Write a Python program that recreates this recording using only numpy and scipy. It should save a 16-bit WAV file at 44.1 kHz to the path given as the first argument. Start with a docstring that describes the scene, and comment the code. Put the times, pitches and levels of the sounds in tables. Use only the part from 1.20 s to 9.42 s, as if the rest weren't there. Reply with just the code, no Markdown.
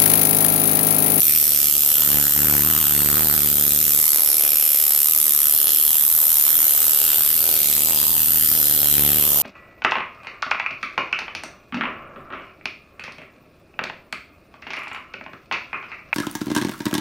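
"""A shrill, clacking buzz: a coil tattoo machine runs close by in a small hard-walled studio.
Its armature slams on the coils 73 times a second, now and then a stroke early, and each impact
excites the modes of the steel frame. As the hand turns the machine the ringing changes and a low
thump under each stroke swells and fades. Reverberation smears the clacks into a steady high hiss."""
import sys
import numpy as np
from scipy import signal
from scipy.io import wavfile
from scipy.ndimage import uniform_filter1d

SR = 44100
rng = np.random.default_rng(int(sys.argv[2]) if len(sys.argv) > 2 else 0)


def digitize_waveform(pressure):
    """Quantize a signal to 16-bit integers and store it at the path in sys.argv[1].

    Rows of a 2-D input are taken as channels; values are limited to [-1, 1].
    """
    field = np.atleast_2d(pressure).T
    bounded = np.clip(field, -1, 1)
    quanta = np.round(bounded * 32767).astype(np.int16)
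    wavfile.write(sys.argv[1], SR, quanta)


N = 362502
TIME = np.arange(N) / SR


def amp(db):
    """Amplitude ratio of a level in decibels."""
    return 10 ** (np.asarray(db) / 20)


def evened(x):
    """Normalisation to an overall rms of 1."""
    return x / np.sqrt(np.mean(x ** 2) + 1e-20)


def steadied(x, size=4816):
    """Normalisation to a running rms of 1, the power being smoothed twice over size samples."""
    power = uniform_filter1d(uniform_filter1d((x ** 2).mean(0), size), size)
    return x / np.sqrt(abs(power) + 1e-20)


def curves(rows):
    """Linear interpolation of a table's columns at every sample."""
    times, *columns = np.transpose(rows)
    return [np.interp(TIME, times, column) for column in columns]


def wander(t, rate):
    """Superposition of sines of random phase, from rate / 10 to rate: a slow drift of rms 1."""
    hz = np.geomspace(rate / 10, rate, 20)[:, None]
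    sines = np.sin(2 * np.pi * (hz * t + rng.random(hz.shape)))
    return evened((sines / np.sqrt(hz)).sum(0))


def colour(x, points, size=8192):
    """Minimum-phase filtering to a spectrum given as (f/Hz, gain/dB) points."""
    hz, db = np.transpose(points)
    log_hz = np.log(abs(np.fft.fftfreq(size, 1 / SR)) + 1)
    log_gain = np.log(amp(np.interp(log_hz, np.log(hz), db)))
    taps = np.fft.ifft(np.exp(np.conj(signal.hilbert(log_gain)))).real[:size // 2]
    return signal.oaconvolve(x, taps[None], axes=1)[:, :N]


def ring(x, hz, width):
    """Resonance of one damped mode, with its bandwidth in hertz."""
    r = np.exp(-np.pi * width / SR)
    return signal.lfilter([1, 0, -1], [1, -2 * r * np.cos(2 * np.pi * hz / SR), r * r], x)


def clicks(times, sizes, order=8):
    """Band-limited impulses: a windowed sinc places each one between the samples."""
    at = np.floor(times * SR).astype(int)[:, None] + np.arange(1 - order, order + 1)
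    offset = at - times[:, None] * SR
    shape = sizes[:, None] * np.sinc(offset) * np.cos(np.pi * offset / (2 * order)) ** 2
    inside = (at >= 0) & (at < N)
    return np.bincount(at[inside], shape[inside], N)


def stroke_times(period_s=.01369, short_s=.0111, unsteady_s=0.000585, count=800):
    """Self-interrupted oscillation: under load the contact closes unsteadily and strokes come short."""
    # chance of an early fall, which grows as the needle works the skin: t/s, probability
    stumble = [(0, .07), (2.2, .09), (2.7, .17), (3.4, .09), (4.6, .2), (5.3, .3), (7.35, .33), (7.5, .03),
               (8.22, .12)]
    times, chance = np.transpose(stumble)
    t = [.004]
    for draw in rng.random(count):
        early = draw < np.interp(t[-1], times, chance)
        t.append(t[-1] + (short_s if early else period_s))
    t = np.array(t) + unsteady_s * np.interp(t, times, chance) * rng.standard_normal(len(t))
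    return t[t < N / SR]


def armature(t, force, bounce_db=.7, jitter_s=.00015, path_s=.000005, rattle_db=-12, rattle_s=0.00047):
    """Impact excitation, as each microphone port gets it: blow, rebounds and the needle bar's rattle."""
    # blow, rebound, chatter, spring closing on the contact screw: delay/s, relative level/dB, drift/s
    impacts = [(0, -4, 0.00068), (.0007, -2.5, 0), (.0013, -6, 0.0012), (.0073, -28, 0.0065)]
    hits = np.zeros((2, N))
    for k, (delay, db, drift) in enumerate(impacts):
        loose = min(k, 1)  # only the first blow has no random scatter
        at = t + delay + drift * wander(t, 3) + loose * jitter_s * rng.standard_normal(len(t))
        size = force * amp(db + loose * bounce_db * rng.standard_normal(len(t)))
        hits += [clicks(at + (k + 1) * path_s * wander(t, 2), size) for port in hits]
    envelope = signal.lfilter([1], [1, -np.exp(-1 / (rattle_s * SR))], clicks(t, force))
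    rattle = evened(envelope * rng.standard_normal((2, N)))
    return evened(hits) + amp(rattle_db) * rattle


def disperse(x, spread_s=.00045, size=1024):
    """Dispersion: bending waves cross the frame at speeds that depend on their frequency."""
    hz = np.fft.rfftfreq(size, 1 / SR)
    group_delay = spread_s * np.clip(hz / 4000, 0, 1) * (1 + np.tanh(wander(hz / 1000, 0.87)))
    phase = -2 * np.pi * np.cumsum(group_delay) * SR / size
    taps = np.fft.irfft(np.exp(1j * phase))[:size // 4]
    return signal.oaconvolve(x, taps[None], axes=1)[:, :N]


def rippled(x, ripple_db=3.0, size=256):
    """Shifting colour: narrow bands of the clack swell and fade at random."""
    bands = signal.stft(x, nperseg=size)[2]
    ripple = rng.standard_normal(bands.shape[1:])
    for count in (2, 3):
        ripple = uniform_filter1d(ripple, count, axis=0)  # across frequency
        ripple = uniform_filter1d(ripple, size // count, axis=1)  # across time
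    return signal.istft(bands * amp(ripple_db * evened(ripple)), nperseg=size)[1][:, :N]


def clack(hits, level_db=-25.0):
    """Impact radiation: brief contacts give a broad, bright spectrum."""
    # spectrum of the clack: f/Hz, relative level/dB
    spectrum = [(50, -47), (200, -23), (600, -12.5), (1000, -10), (1600, -16), (2300, -16.5), (3100, -10.5),
                (4200, -10.5), (5200, -11), (7000, -9.5), (9000, -6), (11000, -7.5), (14000, 2.5),
                (16000, -30)]
    return amp(level_db) * steadied(rippled(colour(hits, spectrum)), size=602)


def knock(t, force, gain_db=8.0, jitter_s=.00007, lag_s=0.0002403, sway_s=0.00016076):
    """Recoil: the whole machine answers each blow with a dull knock, which reaches the left port late."""
    # spectrum of the knock: f/Hz, relative level/dB
    spectrum = [(40, -62), (90, -28.5), (170, -6.5), (350, -3), (600, -2.5), (800, -3), (1050, -9.5),
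                (1200, -11), (1500, -5.5), (2200, -27.5), (3000, -20), (5000, -11)]
    # strength of the knock: t/s, relative level/dB
    knock_level = [(0.0, -46), (0.02, -47), (0.55, -45), (1.33, -36), (1.69, -41.5), (2.04, -37),
                   (2.38, -43.5), (4.03, -44.5), (5.08, -54.5), (5.81, -39), (6.18, -44.5), (6.27, -36),
                   (6.59, -46.5), (7.81, -37), (8.2, -48), (8.22, -52)]
    level_db, = curves(knock_level)
    at = t + jitter_s * rng.standard_normal(len(t))
    lag = lag_s + sway_s * wander(t, 2)
    recoil = np.array([clicks(at + lag, force), clicks(at, force)])
    return amp(level_db + gain_db) * steadied(colour(recoil, spectrum))


def frame(hits, gain_db=-0.5, waver_db=-1.0):
    """Modal ringing: the steel frame's modes share each stroke, in a mix that shifts as the hand turns."""
    # high modes: f/Hz, bandwidth/Hz, relative level/dB, gain edge-on/dB, dB per dB of second-mode share
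    modes = [(11450, 360, -14.5, 6.5, -0.94), (12396, 370, -0.5, -5, -0.5), (13180, 350, -8.8, -3, -1.84),
             (14100, 330, -21, 2, 0.5)]
    # how far the hand turns the machine edge-on to the microphone: t/s, turn (0 to 1)
    turning = [(0, 0.4), (1.1, 0), (2.3, .05), (2.9, 1), (5.8, 0.7), (6.2, 1), (7.5, 1), (7.75, 0.4),
               (8.22, 0.5)]
    # shrill ring: t/s, relative level/dB, second-mode share/dB
    shrill_level = [(0.0, -8, 2), (0.02, -16, -18), (0.27, -18.5, -6), (0.6, -18.5, 4), (0.66, -17, -1),
                    (0.75, -17, -3), (1.08, -19.5, -8), (1.1, -19, -7), (2.33, -19.5, -9),
                    (2.72, -17.5, -11), (2.88, -16.5, 2), (4.03, -16.5, 0.5), (5.01, -17, -7),
                    (5.43, -16.5, -6), (6.25, -20, -7.5), (7.62, -18.5, -11.5), (7.71, -16.5, -5),
                    (8.22, -21, -7)]
    # lower modes of grip and frame, heard in some postures: start t/s, end t/s, f/Hz, width/Hz, level/dB
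    postures = [(-.3, 0.648, 5670, 250, -44), (-.3, .65, 10040, 303, -36), (-.3, 0.702, 2560, 400, -49.5),
                (0.958, 2.506, 1290, 420, -43.5), (2.812, 4.297, 5400, 280, -42.5),
                (2.6, 5.303, 1340, 900, -46.5), (5.296, 7.388, 4150, 245, -54),
                (7.623, 8.06, 3420, 1020, -39)]
    turn, = curves(turning)
    level_db, second_db = curves(shrill_level)
    coarse_time = TIME[::441]
    shrill = 0
    for hz, width, db, edge_db, follow in modes:
        waver = np.interp(TIME, coarse_time, wander(coarse_time, 5.4))
        share = amp(db + edge_db * turn + follow * second_db + waver_db * waver)
        shrill = shrill + share * steadied(ring(hits, hz, width))
    ringing = amp(level_db + gain_db) * steadied(shrill, size=602)
    for start, end, hz, width, db in postures:
        progress = np.clip((TIME - start) / (end - start), 0, 1)
        facing = np.sqrt(abs(np.sin(np.pi * progress)))
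        ringing += amp(db) * facing * evened(ring(hits, hz, width))
    return ringing


def leaf_spring(t, force):
    """Free vibration: the leaf spring rings faintly after each stroke."""
    # modes of the spring: f/Hz, bandwidth/Hz, level/dB
    modes = [(1265, 37, -50), (3220, 400, -43)]
    blows = clicks(t, force)[None]
    return sum(amp(db) * steadied(ring(blows, hz, width), size=1806) for hz, width, db in modes)


def thump(t, force, gain_db=5.5, rebound_s=0.00059, rebound_db=-4, jitter_s=.0001, loose_db=-49):
    """Low thump: a one-sided low pulse under each stroke, swelling and fading as the machine moves."""
    # spectrum of the thump: f/Hz, relative level/dB
    spectrum = [(15, -49), (40, 13), (75, 5), (150, 9), (300, 7), (600, 2), (950, -15), (1300, -17),
                (1900, -5.5), (2600, -7.5), (4000, -46)]
    # strength and place of the thump: t/s, relative level/dB, left minus right/dB
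    thump_level = [(0.0, -46, -11), (0.09, -40, -27), (0.23, -44, -5), (0.34, -41.5, -33), (0.73, -45, -16),
                   (0.96, -31, -22), (1.12, -38.5, -19.0), (1.21, -31.5, -6.5), (1.44, -31.5, 5),
                   (1.67, -37, 14), (1.83, -32.5, -9.5), (1.99, -33.5, -5), (2.33, -35.5, -12.5),
                   (2.79, -43.5, 3), (2.86, -47, -16), (3.02, -55.5, 3), (5.33, -49.5, -28),
                   (7.3, -38, -19), (7.6, -37.5, -20), (7.83, -31.5, -2.5), (8.15, -41, -2),
                   (8.22, -42, -6.0)]
    level_db, pan_db = curves(thump_level)
    delays = rebound_s + jitter_s * rng.standard_normal((2, len(t)))
    pulses = np.array([clicks(t, force) + clicks(t + late, amp(rebound_db) * force) for late in delays])
    # a small part differs from stroke to stroke
    loose = np.array([clicks(t + late, rng.standard_normal(len(t))) for late in delays])
    balance = amp(np.array([pan_db, -pan_db]) / 2)
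    balance /= np.sqrt((balance ** 2).mean(0))
    regular = amp(level_db + gain_db) * balance * steadied(colour(pulses, spectrum))
    return regular + amp(loose_db) * evened(colour(loose, spectrum))


def room(x, t60_s=0.28, first_s=0.0025, shift_hz=0.967, count=3):
    """Reverberation: dense wall reflections decay exponentially and shift as the hand moves."""
    # what the walls return: f/Hz, gain/dB
    wall_tone = [(100, 3), (800, -11), (1600, 0), (3000, 2), (7000, 3), (10000, 2.5), (12500, -3),
                 (14100, 2)]
    # share of the room in the sound: t/s, gain/dB
    wet = [(0, -2), (1.4, -3), (2.5, -2), (3.5, -6), (4.6, -3), (5.5, -2), (6.7, -2), (7.4, -1.5),
           (7.85, -4.5), (8.22, 0)]
    wet_db, = curves(wet)
    t = np.arange(SR // 2) / SR
    decay = amp(-60 * t / t60_s) * np.clip(t / first_s - 1, 0, 1)
    decay /= np.linalg.norm(decay) * np.sqrt(count / 2)
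    reflections = np.zeros((2, N))
    for k in range(count):
        crossfade = np.cos(np.pi * (TIME * shift_hz + k / count))
        response = decay * rng.standard_normal((2, len(t)))
        reflections += crossfade * signal.oaconvolve(x, response, axes=1)[:, :N]
    return amp(wet_db) * colour(reflections, wall_tone)


def noise_floor(level_db=-51):
    """Stationary noise: a faint hiss lies under the machine."""
    # spectrum of the hiss: f/Hz, relative level/dB
    spectrum = [(20, 26), (60, -18), (150, -33), (400, -7.5), (1000, 6), (4000, 28), (14000, 3)]
    return amp(level_db) * evened(colour(rng.standard_normal((2, N)), spectrum))


def scene(uneven_db=2.5, jitter_s=.00005):
    """Superposition: one train of strokes drives every part of the machine, and the room answers."""
    # place of the machine: t/s, left minus right/dB
    place = [(0.0, 0), (0.5, -1.5), (0.71, 0), (3.64, -1), (6.02, 0), (7.49, -0.5), (7.78, 1.5),
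             (8.22, -1.5)]
    pan_db, = curves(place)
    balance = amp(np.array([pan_db, -pan_db]) / 2)
    t = stroke_times()
    t = t + jitter_s * rng.standard_normal(len(t))  # the sparking contact never closes quite on time
    force = amp(uneven_db * rng.standard_normal(len(t)))
    hits = disperse(armature(t, force))
    machine = clack(hits) + knock(t, force) + frame(hits)
    buzz = balance * (machine + leaf_spring(t, force) + room(machine))
    return buzz + thump(t, np.sqrt(force)) + noise_floor()


def record(dry, ceiling=.9, edge_hz=14270):
    """Saturation and band limiting: the microphone softly flattens the clacks, then a low-pass acts."""
    flattened = ceiling * np.tanh(dry / ceiling)
    low_pass = signal.firwin(301, edge_hz, window=("kaiser", 7), fs=SR)
    return signal.oaconvolve(flattened, low_pass[None], "same")


dry = scene()
out = record(dry)
digitize_waveform(out)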